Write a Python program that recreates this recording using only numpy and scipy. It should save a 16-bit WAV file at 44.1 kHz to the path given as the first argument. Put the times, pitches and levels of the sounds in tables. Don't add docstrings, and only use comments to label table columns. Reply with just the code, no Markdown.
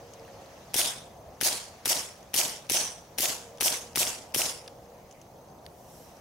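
import sys
import numpy as np
from scipy import signal
from scipy.fft import rfft, irfft
from scipy.io import wavfile
from scipy.ndimage import uniform_filter1d, map_coordinates

SR = 44100
rng = np.random.default_rng(int(sys.argv[2]) if len(sys.argv) > 2 else 0)


def volts(x):
    e = np.asarray(x, float) / 20
    return 10 ** e


def wav_out(sig):
    wavfile.write(sys.argv[1], SR, np.round(np.clip(np.atleast_2d(sig).T, -1, 1) * 32767).astype(np.int16))


N = 273458

# (frequency [Hz], density [dB/Hz])
TRAFFIC_SPECTRUM = [(12, -48), (20, -19), (70, -3.5), (109, -4), (131, -2.5), (204, -5.5), (306, -10),
                    (338, -6.5), (382, -9), (477, -5), (528, -3.5), (714, -3), (1070, -13.5), (2500, -41),
                    (3250, -52), (5500, -120)]
# (time [s], level [dB])
TRAFFIC_LEVEL = [(0, -50), (.9, -50), (2.3, -52.5), (3.5, -50.5), (4.0, -52), (4.6, -50.5), (6.2, -51)]
# (time [s], length [s], lower tone level [dB], upper tone level [dB])
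ENGINE_SWELLS = [(0, 0.13, -53.5, -57), (0.276, 0.18, -62, -53.5), (2.55, 0.22, -67, -61),
                 (3.416, 0.45, -55, -63), (4.5, 0.46, -59.5, -59)]
ENGINE_FADE_DB_PER_S, ENGINE_IDLE_DB = 90, -73
# (frequency [Hz], density [dB/Hz])
LEAF_SPECTRUM = [(710, -28), (1200, 2), (1400, -4.5), (1700, -1), (3740, -7), (6300, -4.5), (8170, -16),
                 (8910, -14.5), (16000, -28)]
# (time [s], level [dB])
LEAF_LEVEL = [(0, -54.5), (.9, -52), (1.2, -59.5), (1.7, -53), (2.4, -56.5), (3.2, -56.5), (4.2, -57.5),
              (4.8, -59.5), (5.7, -62.5), (6.1, -56)]
# (frequency [Hz], density [dB/Hz])
COTTON_SPECTRUM = [(1760, -42), (3000, -7), (4200, -8), (4600, -9), (5840, 3), (6300, -7), (6810, -4),
                   (14400, -4.5), (16000, -10)]
SLEEVE_S, SLEEVE_HOLD_S, SLEEVE_DB = 5.9, 0.12, -57.5
SLEEVE_RISE_DB_PER_S, SLEEVE_FALL_DB_PER_S = 70, 75
# (frequency [Hz], density [dB/Hz])
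HISS_SPECTRUM = [(710, -19), (1200, -18), (2510, -12), (5350, -10), (6160, -8), (8720, -8.5), (16000, -6)]
# (frequency [Hz], left-right likeness [1])
BACKGROUND_LIKENESS = [(60, 1), (150, 0.94), (380, 0.88), (950, 0.71), (2380, 0.14), (5980, 0.39),
                       (15000, 0.69)]
# (time [s], level [dB])
CRICKET_LEVEL = [(0, -76), (.5, -72), (1.3, -72.5), (3, -82), (4.6, -74), (5.5, -70), (6.2, -76)]
HIGH_NOTES = [.38, 4.917, 5.353, 5.453, 5.654]
RESTS = [4.82, 5.153, 5.187, 5.32, 5.72, 5.754, 5.787]
# (time [s], level [dB], main ring frequency [Hz], length [ms])
CLICKS = [(0.136, -48, 6160, 5), (.196, -52, 5000, 2), (.25, -54, 2800, 2.7), (0.279, -58, 1690, 12),
          (.414, -59, 6400, 3), (.46, -53, 4500, 2), (2.229, -51.5, 6300, 2), (2.667, -50, 5500, 1.8),
          (3.553, -61, 6100, 2), (3.574, -47, 5500, 1.2), (3.579, -60, 6200, 1.2), (3.583, -51, 3120, 3.4),
          (3.583, -52, 5800, 2), (3.931, -51, 5500, 2), (4.322, -52, 5200, 2), (4.662, -53, 3100, 2),
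          (4.677, -41.5, 5490, 1.5), (4.679, -43.5, 3500, 2.8), (4.681, -46, 5190, 1.8),
          (4.856, -59, 5600, 2), (5.111, -53, 6140, 6.6), (5.125, -55, 6200, 4.7), (5.215, -51, 6100, 3.3),
          (5.655, -53, 4400, 1.5), (5.6638, -40, 4170, 1.36), (5.664, -52, 3080, 2), (6.169, -59, 5600, 2)]
CLICK_WIDTH = 0.22
UNDER_RING, UNDER_DB = 0.477, -11
PIN_HZ, PIN_DB = 9900, -9.5

# (time [s], gas level [dB], wash level [dB], wash brightness above 10 kHz [dB])
SHOTS = [(0.74, -2, 2.5, -0.5), (1.4095, -2.5, 1.5, -0.5), (1.8544, -2, 1.5, -0.5), (2.3386, -2.5, 2, -1.5),
         (2.6955, -2, 2, -3), (3.1818, -3, 1, 0), (3.6063, -1, 2, -0.5), (3.9554, -2.5, 2, -0.5),
         (4.3433, -1, 1, 0)]
# (frequency [Hz], lift [dB], frequency [Hz], lift [dB])
PUFFS = [(3500, 3, 9100, 2), (4400, 2.5, 10600, 1.5), (5550, 1, 9900, 1), (3020, 1, 11800, 3),
         (5950, 3.5, 9600, 1.5), (6800, 1.8, 12500, 2.2), (6200, 1.1, 12700, 3), (7700, 1.5, 11900, 1),
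         (5350, 1.5, 9600, 1.5)]
# (frequency [Hz], density [dB/Hz])
HEDGE_SPECTRUM = [(530, -43), (900, -7), (1110, -21), (1480, -15), (2140, -7.5), (2500, -7.5), (3310, -3.5),
                  (3970, -7), (5520, -1), (8150, -2.5), (10600, -3.5), (15700, -5.5), (16500, -46)]
# (frequency [Hz], slope [dB/s])
WASH_FADING = [(1000, 54), (3000, 8.5), (6000, 2), (10000, -10.5), (15000, -99)]
# (frequency [Hz], left-right level [dB])
PORT_BALANCE = [(200, -2), (600, -4.5), (1500, 1), (3000, 3), (6000, -4), (8000, 0), (11000, 6.5),
                (15000, 0.5)]
# (frequency [Hz], left-right likeness [1])
WASH_LIKENESS = [(60, 0.93), (180, 1), (550, 0.71), (1650, 0.16), (4970, 0.28), (15000, 0.72)]
FIRST_S, PEAK_S, RISE_DB_PER_S = 0.0016, 0.041, 465
HEDGE_END_S, HEDGE_FADE_DB_PER_S = 0.066, 696
TREES_DB, TREES_END_S, TREES_FADE_DB_PER_S = -5.5, 0.12, 145.5

# (time after shot [ms], length [ms], frame level [dB], slide level [dB], tube level [dB])
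ACTION = [
    (-3.4, 1.1, -36, -39, -45),
    (1.3, 1.3, -31, -27.5, -23),
    (3.5, 1.3, -22, -23.5, -27.5),
    (7.8, 2.1, -29, -33, -23),
    (11.5, 2.5, -35, -41, -38),
]
# (frequency [Hz], bandwidth [Hz], left-right level [dB])
PARTS = [
    (2780, 2370, 6),
    (5700, 1000, -1),
    (10700, 4200, 8),
]
# (time after shot [ms], frequency [Hz], level [dB], length [ms], left-right level [dB])
WALLS = [(74.7, 2700, -19.5, 1, 0), (74, 6000, -24, 1, -4), (75.8, 6000, -23, 1, -4),
         (79.2, 7000, -26, 1, 0), (95.6, 6500, -24.5, .7, -2), (112, 3000, -30, 2.5, 5),
         (118, 5000, -28, 3, 3)]
WALL_WIDTH = 0.62
# (time after shot [ms], level [dB], left-right level [dB])
POPS = [(2, -33, 3), (4.3, -28, 0), (38.5, -37, -8), (52, -26, 0), (60, -29.5, -3), (68.8, -31, -3),
        (71.5, -31, -5)]
# (time after shot [ms], pop level [dB], boom level [dB])
THICK_TRUNKS = [(46.5, -44, -41), (82.5, -36, -45), (102.5, -32, -43), (109, -35, -39), (116, -33, -40),
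                (147, -37, -46)]
POP_HZ, BOOM_HZ, BOOM_DB = 657, 257, -38
THIN_FROM_MS, THIN_TO_MS, THIN_EVERY_MS, THIN_SCATTER_MS = 77, 185, 9.5, 1.5
RETURN_DB, RETURN_LOSS_DB_PER_MS, RETURN_PAN_DB = -27.5, 0.2, -4.5
# (time [s], crack level [dB], thud level [dB], deep afterthud level [dB])
STRIKES = [(0.7561, -22, -37.5, -57), (1.4251, -15, -37, -55), (1.8701, -16, -39.5, -49),
           (2.3543, -14, -42.5, -43), (2.711, -16, -36, -45), (3.1984, -15, -39, -47),
           (3.6226, -10.5, -38.5, -62), (3.9724, -8.5, -35.5, -41), (4.3603, -12, -35, -40)]
THUD_HZ = 350
CASE_S, CASE_HZ, CASE_DB = 0.169, 12800, -43
SLIDE_S, SLIDE_DB = 0.0244, -25
# (frequency [Hz], gain [dB])
BAND_LIMIT = [(15800, 0), (15980, -38), (16750, -42), (16900, -90)]


def unit(x):
    return x / np.sqrt(np.mean(x ** 2) + 1e-20)


def along(points, hz):
    f, v = np.transpose(points)
    return np.interp(np.log(hz + 1), np.log(f + 1), v)


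def curves(rows):
    s, *cols = np.transpose(rows)
    return [np.interp(np.arange(N) / SR, s, c) for c in cols]


def wobble(rate, size=N):
    knots = rng.standard_normal(int(size * rate / SR) + 4)
    return map_coordinates(knots, [np.arange(size) * rate / SR])


def swelling(t, start, hold, rise_db, fall_db):
    before = np.clip(start - t, 0, None)
    after = np.clip(t - start - hold, 0, None)
    return -rise_db * before - fall_db * after


def coloured(x, db_at):
    return irfft(rfft(x) * volts(db_at(np.fft.rfftfreq(N, 1 / SR))), N)


def add(out, s, x, pan_db=0):
    part = out[:, round(s * SR):][:, :x.shape[-1]]
    part += (x * volts(np.array([[.5], [-.5]]) * pan_db))[:, :part.shape[1]]


def rush(spectrum, alike, patchy_db, slow, size=N, shape_db=lambda hz, t: 0):
    hz, t, z = signal.stft(rng.standard_normal((2, size)), SR, nperseg=256)
    field = uniform_filter1d(rng.standard_normal(z.shape[1:]), 3, 0)
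    field = uniform_filter1d(field, max(int(slow), 1), 1)
    gain = unit(volts(along(spectrum, hz)[:, None] + patchy_db * unit(field)))
    gain = gain * volts(shape_db(hz[:, None], t))
    turn = np.arccos(np.clip(along(alike, hz), -1, 1))[:, None] / 2
    mid, side = z[0] * np.cos(turn), z[1] * np.sin(turn)
    return signal.istft(gain * np.array([mid + side, mid - side]), SR, nperseg=256)[1][:, :size]


def burst(hz, width_hz, ms, apart=1.0, sudden=8, blow=0.36):
    u = np.arange(SR // 40) / SR / (ms / 1000)
    puff = rng.standard_normal((3, len(u))) * (1 - np.exp(-sudden * u)) * np.exp(-u)
    puff[0, 4] += blow * np.linalg.norm(puff[0])
    band = signal.iirpeak(min(hz, 15000), hz / width_hz / 1.29, SR)
    x = puff[0] + apart * puff[1:]
    x = signal.lfilter(*band, signal.lfilter(*band, x))
    return x / np.sqrt(np.sum(x ** 2) / (2 * SR * ms / 1000))


def push(hz, turns):
    u = np.arange(SR // 40) / SR * hz
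    return np.sin(2 * np.pi * u) * u * np.exp(-u / turns * 2) * 5 / turns


def hiss():
    return volts(-65.5) * rush(HISS_SPECTRUM, BACKGROUND_LIKENESS, patchy_db=2.5, slow=8)


def traffic():
    level_db = curves(TRAFFIC_LEVEL)[0] + 0.81 * wobble(6.6)
    noise = rush([(20, 0)], BACKGROUND_LIKENESS, patchy_db=1.0, slow=17)
    return volts(level_db) * unit(coloured(noise, lambda hz: along(TRAFFIC_SPECTRUM, hz)))


def wavering_tone(hz):
    level = volts(2.8 * wobble(18))
    return level * np.sin(2 * np.pi * np.cumsum(hz + 7 * wobble(12)) / SR)


def engine():
    t = np.arange(N) / SR
    levels = volts(ENGINE_IDLE_DB)
    for s, length, *dbs in ENGINE_SWELLS:
        swell_db = swelling(t, s, length, ENGINE_FADE_DB_PER_S, ENGINE_FADE_DB_PER_S)
        levels = levels + volts(np.array(dbs)[:, None] + swell_db)
    low, high = levels
    return low * wavering_tone(471) + high * wavering_tone(546)


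def leaves():
    level_db = curves(LEAF_LEVEL)[0] - 4.0 + 0.15 * wobble(5.4)
    return volts(level_db) * rush(LEAF_SPECTRUM, BACKGROUND_LIKENESS, patchy_db=2.0, slow=8.9)


def sleeve():
    t = np.arange(N) / SR
    stroke_db = swelling(t, SLEEVE_S, SLEEVE_HOLD_S, SLEEVE_RISE_DB_PER_S, SLEEVE_FALL_DB_PER_S)
    level_db = SLEEVE_DB + stroke_db + 0.99 * wobble(15)
    return volts(level_db) * rush(COTTON_SPECTRUM, BACKGROUND_LIKENESS, patchy_db=2.0, slow=27)


def cricket():
    def beat_at(s):
        return (np.asarray(s) - 4.885) * 29.95 + .5

    beat = beat_at(np.arange(N) / SR)
    high = np.isin(np.floor(beat), np.floor(beat_at(HIGH_NOTES)))
    silent = np.isin(np.floor(beat), np.floor(beat_at(RESTS)))
    stroke = np.clip((beat % 1 - .5) / .58, -.5, .5)
    note = np.clip(1.6 * np.cos(np.pi * stroke), 0, 1) * ~silent * np.where(high, .65, 1)
    tone = np.sin(2 * np.pi * np.cumsum(np.where(high, 6700, 6220)) / SR)
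    level_db = curves(CRICKET_LEVEL)[0] + 5 + 1.8 * wobble(24)
    return volts(level_db) * note * tone * volts([[-2], [2]])


def grass():
    out = np.zeros((2, N))
    for when, pitch, strength in rng.random((26, 3)):
        tick = burst(2600 + 2800 * pitch ** .5, 1800, 1.3)
        add(out, 4.85 + 0.87 * when, volts(-65.5 + 4 * strength) * tick, 1.5)
    shift = volts(curves([(4.8, -86), (4.95, -68), (5.2, -67.5), (5.4, -92)])[0])
    rustle_spectrum = [(1200, -26), (2000, 3), (3800, -14), (6000, -19)]
    return out + shift * rush(rustle_spectrum, BACKGROUND_LIKENESS, patchy_db=3.5, slow=6.6)


def handling():
    out = np.zeros((2, N))
    for s, db, hz, ms in CLICKS:
        modes = [(hz, 0, ms), (UNDER_RING * hz, UNDER_DB, 1.8 * ms), (PIN_HZ, PIN_DB, .9 * ms)]
        for ring_hz, ring_db, length in modes:
            ring = burst(ring_hz, CLICK_WIDTH * ring_hz, length, sudden=15, blow=1.1)
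            add(out, s, volts(db + ring_db) * ring, 1.5)
    return out


def wash_bass(swell, t):
    spectrum = [(50, -19), (110, -12), (200, -9), (350, -4), (600, 4.5), (900, -2.0), (1500, -5), (2500, -20.5)]
    late = swell * np.clip((t - .034) / 0.03, 0, 1)
    return late * rush(spectrum, WASH_LIKENESS, patchy_db=-2.0, slow=1.5, size=len(t),
                       shape_db=lambda hz, t: 30 * t)


def wash_treble(bright_db, puff):
    def shape_db(hz, t):
        bands_db = bright_db * (hz > 10000)
        for at_hz, lift_db in (puff[:2], puff[2:]):
            bands_db = bands_db + 1.76 * lift_db * np.exp(-((hz - at_hz) / 400) ** 2)
        early_db = -6 * np.exp(-((hz - 7600) / 900) ** 2 - t / 0.059)
        early_db = early_db - 3 * np.exp(-((hz - 2800) / 1500) ** 2 - (t / 0.12) ** 4)
        return along(WASH_FADING, hz) * t + (0.95 + 2.0 * t) * bands_db + early_db

    return rush(HEDGE_SPECTRUM, WASH_LIKENESS, patchy_db=2.0, slow=14, size=SR // 2, shape_db=shape_db)


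def reflector_grain(size):
    spikes = uniform_filter1d(rng.random(size) * (rng.random(size) < .015), size=12)
    return volts(1.2 * wobble(600, size) + 1.1 * wobble(90, size)) + .14 * unit(spikes)


def hedge():
    out, size = np.zeros((2, N)), SR // 2
    t = np.arange(size) / SR
    near_db = swelling(t, PEAK_S, HEDGE_END_S - PEAK_S, RISE_DB_PER_S, HEDGE_FADE_DB_PER_S)
    far_db = TREES_DB + swelling(t, PEAK_S, TREES_END_S - PEAK_S, RISE_DB_PER_S, TREES_FADE_DB_PER_S)
    swell = np.hypot(volts(near_db), volts(far_db)) * np.clip(t / FIRST_S, 0, 1) ** 2
    bass = wash_bass(swell, t)
    for (s, _, db, bright_db), puff in zip(SHOTS, PUFFS):
        treble = swell * reflector_grain(size) * wash_treble(bright_db, puff)
        add(out, s, volts(db - 26) * treble + volts(-39) * bass)
    return coloured(out, lambda hz: np.outer([.5, -.5], along(PORT_BALANCE, hz)))


def pops_and_booms():
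    out = np.zeros((2, N))
    thin_ms = np.arange(THIN_FROM_MS, THIN_TO_MS, THIN_EVERY_MS)
    thin_ms = thin_ms + rng.normal(0, THIN_SCATTER_MS, len(thin_ms))
    pops = [tuple(row) for row in POPS]
    pops += [(ms, db, RETURN_PAN_DB) for ms, db, _ in THICK_TRUNKS]
    pops += [(ms, RETURN_DB - RETURN_LOSS_DB_PER_MS * ms, RETURN_PAN_DB) for ms in thin_ms]
    booms = [(1.5, BOOM_DB)] + [(ms, db) for ms, _, db in THICK_TRUNKS]
    for s, *_ in SHOTS:
        for ms, db, pan_db in pops:
            pop = push(POP_HZ, turns=0.84 if ms < 10 else 1.25)
            add(out, s + ms / 1000, volts(db + rng.normal(0, 1)) * pop, pan_db)
        for ms, db in booms:
            add(out, s + ms / 1000, volts(db) * push(BOOM_HZ, turns=1.1))
    return out


def turf_strikes():
    out = np.zeros((2, N))
    for s, crack_db, thud_db, deep_db in STRIKES:
        crack = burst(1800, 3700, 1.0, sudden=41)
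        crack = crack + 0.47 * burst(5200, 3000, 0.52, sudden=28)
        crack = crack + burst(10000, 4000, 0.46, sudden=30)
        add(out, s + 0.00055, volts(crack_db - 12.0) * 0.79 * crack)
        add(out, s + 0.0017, volts(thud_db + 10.5) * push(THUD_HZ, turns=0.74))
        add(out, s + .005, -volts(deep_db) * push(150, turns=1.4))
    return out


def spent_cases():
    out = np.zeros((2, N))
    for s, *_ in SHOTS:
        tick = burst(CASE_HZ, 3500, 1.5, sudden=15, blow=1.1)
        add(out, s + CASE_S + rng.normal(0, .002), volts(CASE_DB + rng.normal(0, 2)) * tick, 1.5)
    return out


def slide_closing():
    out = np.zeros((2, N))
    for s, *_ in SHOTS[:-1]:
        clack = .45 * burst(2750, 2100, 2.5, sudden=30)
        clack = clack + burst(5200, 2500, 1.1, sudden=30)
        clack = clack + .9 * burst(10500, 5000, 2.4, sudden=30)
        add(out, s + SLIDE_S, volts(SLIDE_DB) * clack, 2.5)
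    return out


def action_and_walls():
    out = np.zeros((2, N))
    blows = []
    for ms, length, *dbs in ACTION:
        for (hz, width_hz, pan_db), db in zip(PARTS, dbs):
            blows.append((ms, hz, width_hz, db, length, pan_db))
    for ms, hz, db, length, pan_db in WALLS:
        blows.append((ms, hz, WALL_WIDTH * hz, db, length, pan_db))
    for s, gas_db, *_ in SHOTS:
        for ms, hz, width_hz, db, length, pan_db in blows:
            at_s = s + (ms + rng.normal(0, 0.25)) / 1000
            level = volts(db + gas_db + rng.normal(0, 0.42))
            add(out, at_s, level * burst(hz, width_hz, length), pan_db)
    return out


def scene():
    background = hiss() + traffic() + engine() + leaves() + sleeve()
    pistol = pops_and_booms() + turf_strikes() + spent_cases() + slide_closing() + action_and_walls()
    return background + cricket() + grass() + handling() + hedge() + pistol


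def top_cut(x):
    return signal.sosfilt(signal.butter(12, 17000, fs=SR, output="sos"), x)


def record(dry):
    mix = coloured(dry, lambda hz: along(BAND_LIMIT, hz))
    return top_cut(mix)


dry = scene()
out = record(dry)
wav_out(out)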